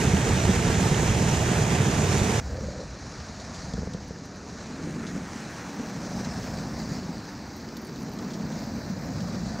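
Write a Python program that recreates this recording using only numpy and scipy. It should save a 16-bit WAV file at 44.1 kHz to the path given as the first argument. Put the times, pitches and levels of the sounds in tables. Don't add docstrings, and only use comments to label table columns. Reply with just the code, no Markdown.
import sys
import numpy as np
from scipy import signal
from scipy.fft import next_fast_len
from scipy.io import wavfile

SR = 44100
rng = np.random.default_rng(int(sys.argv[2]) if len(sys.argv) > 2 else 0)


def digitize_waveform(pressure):
    field = np.atleast_2d(pressure).T
    bounded = np.clip(field, -1, 1)
    quanta = np.round(bounded * 32767).astype(np.int16)
    wavfile.write(sys.argv[1], SR, quanta)


N = 423349

MOVE_S = 2.402
BELOW_DB, ABOVE_DB = -22, -34.5
WIDE_ABOVE_HZ = 11800
RIDGE_OCTAVES = 0.087
GURGLE_S, GURGLE_RISE_S, GURGLE_HOLD_S, GURGLE_FALL_S = 2.42, 0.07, 0.343, 0.06
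GURGLE_DB, MUTTER_DB = -40, -67
GLANCING_SPREAD_DB = 3
SPLASH_LOW_HZ, SPLASH_HIGH_HZ = 3030, 6840
CUTOFF_HZ = 15700
RUN_IN = 4000
BAND_ORDER = 3

# (pitch [Hz], usual level under a glancing blow [dB], t60 [s])
TAG_MODES = [(4600, 1, .03), (6000, -2, .03), (8500, -12, .06), (10000, -8.5, 0.038), (13150, -12, .06),
             (13650, -6, .045), (14900, -12, .03)]
# (time [s], level [dB], pitch of the mode struck squarely [Hz])
CLINKS = [(3.893, -70, 10000), (4.081, -57, 10000), (4.255, -60, 10000), (4.358, -61, 10000),
          (7.564, -51, 13650), (7.769, -46, 13650), (7.816, -54, 13650), (7.849, -49, 10000),
          (7.869, -52, 8500), (8.010, -56, 13650), (8.028, -53, 10000), (8.093, -56, 13650),
          (8.120, -58, 13150), (8.135, -53, 13150), (8.202, -62, 10000), (8.375, -64, 13650)]
# (time [s], relative level [dB], t60 [s])
SPLASHES = [(2.668, -35, .05), (3.200, -39, .05), (3.265, -34, .03), (3.399, -33, .09), (3.545, -33, .15),
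            (3.619, -44, .05), (3.736, -25, 0.027), (3.935, -27, .04), (5.066, -32, 0.21),
            (5.885, -33, .05), (6.247, -25.5, .05), (7.687, -33, 0.036), (7.767, -30, .05),
            (7.959, -34, .05), (8.188, -30, 0.049), (8.303, -34, .15), (8.334, -31.5, 0.1),
            (8.389, -47, 0.091), (8.519, -33, 0.063), (9.204, -30.5, 0.057)]
# (time [s], relative level [dB], pitch [Hz])
THUDS = [(2.611, -25, 205), (3.739, -21.5, 194), (3.780, -21, 191), (3.820, -24, 200), (3.832, -20, 207),
         (3.873, -19, 202), (3.947, -20, 170), (3.969, -30.5, 180), (4.108, -21.5, 190), (4.799, -30, 240),
         (5.797, -22.5, 261), (9.315, -30, 159)]
# (pitch [Hz], relative density [dB per Hz])
BELOW_COLOUR = [(25, -36), (75, 1), (140, -1), (200, -2), (280, -15.5), (410, -8), (560, -19.5), (740, -14),
                (1100, -22.5), (1800, -20.5), (4700, -30), (6600, -24), (8400, -32), (11000, -44),
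                (13500, -46), (15600, -54)]
# (pitch [Hz], left-right likeness [0-1])
LIKENESS = [(60, 0.97), (110, 1), (200, 1), (380, 1), (700, 0.87), (1290, 0.52), (2380, 0.67), (4400, 0.9),
            (8120, 0.04), (15000, 0.03)]
# (pitch [Hz], left minus right [dB])
LEAN = [(60, -5), (110, -0.5), (200, -3), (380, -4), (700, -7.5), (1290, -6.5), (2380, -3), (4400, -0.5),
        (8120, -4), (15000, 2)]
# (pitch [Hz], lead of the left side [rad])
LEAD = [(500, -0.07), (1640, 0.35), (3000, 0.7), (5000, -1.1), (7000, -0.9)]
# (time [s], relative level [dB], pitch [Hz])
SLUGS = [(0.069, -14, 137), (0.139, -8, 198), (0.309, -17, 91.5), (0.45, -10.5, 118), (0.491, -6.5, 198),
         (0.669, -9, 127), (0.754, -28, 118), (0.92, -8.5, 144), (1.1, -15, 104), (1.261, -14, 184),
         (1.328, -15, 118), (1.485, -16.5, 116), (1.661, -19, 116), (1.954, -17, 105), (2.216, -10, 127)]
# (pitch [Hz], relative density [dB per Hz])
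ABOVE_COLOUR = [(25, -21), (64, -3.5), (120, -5.5), (190, 0.5), (260, -4.5), (340, -13), (750, -15.5),
                (950, -20), (1900, -21), (2300, -28.5), (3450, -35.5), (4050, -27), (6300, -27.5),
                (8000, -39), (11400, -56), (12600, -47.5), (15600, -49)]
# (time [s], centre [Hz], strength [dB])
RIDGE = [(4.5, 6460, 3.5), (4.8, 6400, 4), (5.7, 6200, 4.5), (6.4, 5300, 4), (6.9, 4700, 5),
         (7.2, 4500, 2.5)]
# (time [s], level [dB])
RUMBLE = [(2.45, -36.5), (2.95, -43.5), (3.44, -45.5), (3.76, -39), (4.12, -49.5), (5.57, -49), (5.76, -61),
          (6.04, -47), (6.24, -43.5), (8.23, -54.5), (8.92, -44), (9.58, -41.5)]
# (time [s], level [dB])
BOOM = [(2.45, -41.5), (2.65, -39.5), (2.85, -43), (3.35, -43.5), (3.85, -38.5), (4.0, -43.5), (4.65, -42),
        (4.9, -33), (5.16, -31.5), (5.24, -40), (5.75, -40), (6.0, -34.5), (6.95, -33.5), (7.3, -42),
        (7.8, -41.5), (8.35, -34.5), (8.8, -35.5), (9.25, -33.5), (9.58, -34.5)]
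# (time [s], level of the wash [dB], level of the spray [dB])
WASH_AND_SPRAY = [(2.45, -49.5, -51.5), (2.87, -50, -51), (3.6, -48.5, -47.5), (3.98, -52.5, -52.5),
                  (4.3, -52, -52.5), (4.61, -48.5, -50.5), (4.97, -45, -51), (5.53, -44, -48.5),
                  (5.92, -45.5, -46.5), (6.54, -46, -46), (6.94, -47, -46.5), (7.26, -50, -50.5),
                  (7.79, -51.5, -52.5), (8.56, -48.5, -47), (8.92, -50.5, -49), (9.58, -48.5, -46.5)]
# (time [s], level [dB])
AIR = [(2.45, -74), (2.57, -74), (2.79, -86), (3.06, -85), (3.76, -80), (4.28, -87), (5.27, -72.5),
       (6.56, -66.5), (7.38, -72), (8.7, -66.5), (9.58, -69.5)]
# (pitch [Hz], share of rumble [1], of boom [1], of wash [1], of spray [1], of air [1])
FOLLOWS = [(69.5, 1.07, -0.097, -0.053, -0.064, .01), (200, -0.088, 1.15, -0.27, 0.22, .01),
           (383, -0.54, 0.57, .3, -0.91, .01), (565, 0.25, 0.23, -0.19, 1.1, 0.057),
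           (900, -0.12, -0.13, 0.23, 0.83, 0.11), (1700, 0.088, -0.029, 0.73, 0.061, 0.072),
           (3150, -0.084, -0.14, 0.88, 0.29, .01), (4500, 0.17, -0.22, -0.14, 0.92, .01),
           (6100, 0.055, 0.027, -0.22, 0.83, .01), (9200, 0.17, -0.072, 1.5, 0.41, .01),
           (12900, -0.16, 0.084, -0.053, -0.052, 0.81)]


def from_db(db):
    return 10 ** (np.asarray(db) / 20)


def rms_one(x):
    return x / np.sqrt(np.mean(x ** 2) + 1e-20)


def at_hz(points, hz):
    table = np.array(points)
    return np.interp(np.log(hz), np.log(table[:, 0]), table[:, 1])


def drift(rate, size):
    r = np.exp(-40 * np.pi * rate / SR)
    slow = signal.lfilter([1], [1, -2 * r, r * r], rng.standard_normal(size + 4000))[4000:]
    return rms_one(slow - slow.mean())


def ring(clicks, hz, t60):
    r = from_db(-60 / (t60 * SR))
    w = 2 * np.pi * hz / SR
    return signal.lfilter([0, np.sin(w)], [1, -2 * r * np.cos(w), r * r], clicks + 1e-18)


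def thumps(events, size, t60, offset_db, knock_hz, knock_db):
    out = np.zeros(size + SR)
    after = np.arange(SR // 5) / SR
    fade_db = -60 * after / t60
    knock = from_db(knock_db + fade_db) * np.sin(2 * np.pi * knock_hz * after)
    for s, db, hz in events:
        blow = np.sin(2 * np.pi * hz * after) + knock
        out[round(s * SR):][:len(after)] += blow * from_db(db + offset_db + fade_db)
    return out[:size]


def impacts(size, count, grain_db):
    sizes = from_db(grain_db * np.minimum(rng.exponential(1, size), 6))
    return rms_one(sizes) * rng.standard_normal((count, size))


def collar():
    s, db, square_hz = np.transpose(CLINKS)
    out = np.zeros(N)
    chance = rng.standard_normal((len(s), len(TAG_MODES)))
    mode_hz = np.array(TAG_MODES)[:, 0]
    struck = np.argmin(np.abs(square_hz[:, None] - mode_hz), axis=1)
    for k, (hz, usual_db, t60) in enumerate(TAG_MODES):
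        glancing_db = usual_db + GLANCING_SPREAD_DB * chance[:, k]
        clicks = np.zeros(N)
        clicks[np.round(s * SR).astype(int)] = from_db(db + (struck != k) * glancing_db)
        out += ring(clicks, hz, t60)
    return out


def paws():
    loudness = np.zeros(N)
    after = np.arange(SR // 5) / SR
    for s, db, t60 in SPLASHES:
        loudness[round(s * SR):][:len(after)] += from_db(db - 13 - 60 * after / t60)
    spray = impacts(N, count=1, grain_db=2.5)[0] * loudness
    bright = signal.butter(BAND_ORDER, [SPLASH_LOW_HZ, SPLASH_HIGH_HZ], "band", fs=SR, output="sos")
    spray = from_db(8.5) * signal.sosfilt(bright, spray + 1e-18)
    return spray + thumps(THUDS, N, t60=0.051, offset_db=-2, knock_hz=450, knock_db=-3.5)


def bands(drops, times, colour, swell_db, surge_db, own_db):
    coarse = times[::20]
    surge = surge_db * (0.58 * drift(9.0, len(coarse)) + 0.52 * drift(21, len(coarse)))
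    edges = np.r_[np.geomspace(24, 2400, num=21), np.geomspace(2400, 16500, num=17)[1:]]
    for k, (low, high) in enumerate(zip(edges, edges[1:])):
        hz = np.sqrt(low * high)
        bright = np.clip(np.log2(hz / 300) / 5.0, 0.3, 1)
        flicker = own_db * drift(11.8, len(coarse))
        gain = from_db(at_hz(colour, hz) + swell_db(hz) + bright * surge + flicker)
        narrow = signal.butter(BAND_ORDER, [low, high], "band", fs=SR, output="sos")
        band = signal.sosfilt(narrow, drops(k, hz))[..., RUN_IN:]
        yield hz, np.interp(times, coarse, gain) * band


def bubbles(size, per_s, low_hz, high_hz, cycles):
    sizes = from_db(3.9 * np.minimum(rng.exponential(1, size), 4)) * rng.choice([-1, 1], size)
    born = rng.random(size) < per_s / SR
    dealt = rng.integers(0, 8, size)
    pitches = np.geomspace(low_hz, high_hz, num=8)
    return rms_one(sum(ring(sizes * born * (dealt == k), hz, cycles / hz)
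                       for k, hz in enumerate(pitches)))


def swing(coarse, curve):
    s, *levels = np.transpose(curve)
    return [np.interp(coarse, s, db) - np.mean(db) for db in levels]


def turning(coarse):
    curves = RUMBLE, BOOM, WASH_AND_SPRAY, AIR
    swings = np.array([level for curve in curves for level in swing(coarse, curve)])
    at, *shares = np.transpose(FOLLOWS)
    return lambda hz: np.array([at_hz(np.c_[at, share], hz) for share in shares]) @ swings


def fall_from_above():
    start = round(MOVE_S * SR)
    times = np.arange(start, N) / SR
    size = len(times)
    centre = impacts(size + RUN_IN, count=2, grain_db=3.0)
    air = impacts(size + RUN_IN, count=4, grain_db=4.0)
    turn_s, *ridge = np.transpose(RIDGE)
    ridge_hz, strength_db = (np.interp(times, turn_s, column) for column in ridge)

    def drops(k, hz):
        return air[k % 2::2] if hz > WIDE_ABOVE_HZ else centre[k % 2]

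    out = np.zeros((2, size))
    for hz, band in bands(drops, times, ABOVE_COLOUR, turning(times[::20]), surge_db=1.17, own_db=1.16):
        if 3800 < hz < 8000:
            nearness = np.exp(-0.5 * (np.log2(hz / ridge_hz) / RIDGE_OCTAVES) ** 2)
            band = band * from_db(strength_db * (nearness + 0.1))
        out += band
    s, boom_db = np.transpose(BOOM)
    boom_gain = from_db(np.interp(times, s, boom_db) - 6.5)
    pockets = boom_gain * bubbles(size, 56, 148, 284, cycles=7.1)
    corners = np.cumsum([GURGLE_S, GURGLE_RISE_S, GURGLE_HOLD_S, GURGLE_FALL_S])
    gurgle_db = np.interp(times, corners, [MUTTER_DB, GURGLE_DB, GURGLE_DB, MUTTER_DB])
    pockets += from_db(gurgle_db) * bubbles(size, 300, 476, 593, cycles=18.0)
    return np.pad(from_db(ABOVE_DB) * rms_one(out) + pockets, [(0, 0), (start, 0)])


def fall_from_below():
    size = round(MOVE_S * SR)
    left, apart = impacts(size + RUN_IN, count=4, grain_db=3.0).reshape(2, 2, -1)
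    turned = signal.hilbert(left, next_fast_len(size + RUN_IN))[:, :size + RUN_IN].imag
    drops = np.stack([left, turned, apart], axis=1)
    out = 0
    for hz, (same, quarter, other) in bands(lambda k, hz: drops[k % 2], np.arange(size) / SR, BELOW_COLOUR,
                                            lambda hz: 0, surge_db=0.92, own_db=0.97):
        alike = np.clip(at_hz(LIKENESS, hz), 0, 1)
        lead = at_hz(LEAD, hz)
        shared = np.cos(lead) * same + np.sin(lead) * quarter
        right = alike * shared + np.sqrt(1 - alike ** 2) * other
        out = out + from_db(at_hz(LEAN, hz) * np.array([[0.5], [-0.5]])) * [same, right]
    pockets = from_db(-9) * bubbles(size, 80, 93, 444, cycles=5.8)
    pockets = pockets + from_db(-23.5) * bubbles(size, 60, 690, 3040, cycles=22.0)
    out = from_db(BELOW_DB) * (rms_one(out) + pockets * from_db([[-1.2], [1.2]]))
    slugs = thumps(SLUGS, size, t60=0.09, offset_db=-2, knock_hz=397, knock_db=-9.5)
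    out += slugs * from_db([[-1.1], [1.1]])
    fade_out = np.clip(np.arange(size)[::-1] / (0.003 * SR), 0, 1)
    return np.pad(out * fade_out, [(0, 0), (0, N - size)])


def scene():
    return collar() + paws() + fall_from_above() + fall_from_below()


def record(dry):
    dry = signal.sosfilt(signal.butter(2, 32.0, "high", fs=SR, output="sos"), dry)
    return signal.sosfilt(signal.ellip(12, 0.5, 60, CUTOFF_HZ, fs=SR, output="sos"), dry)


dry = scene()
out = record(dry)
digitize_waveform(out)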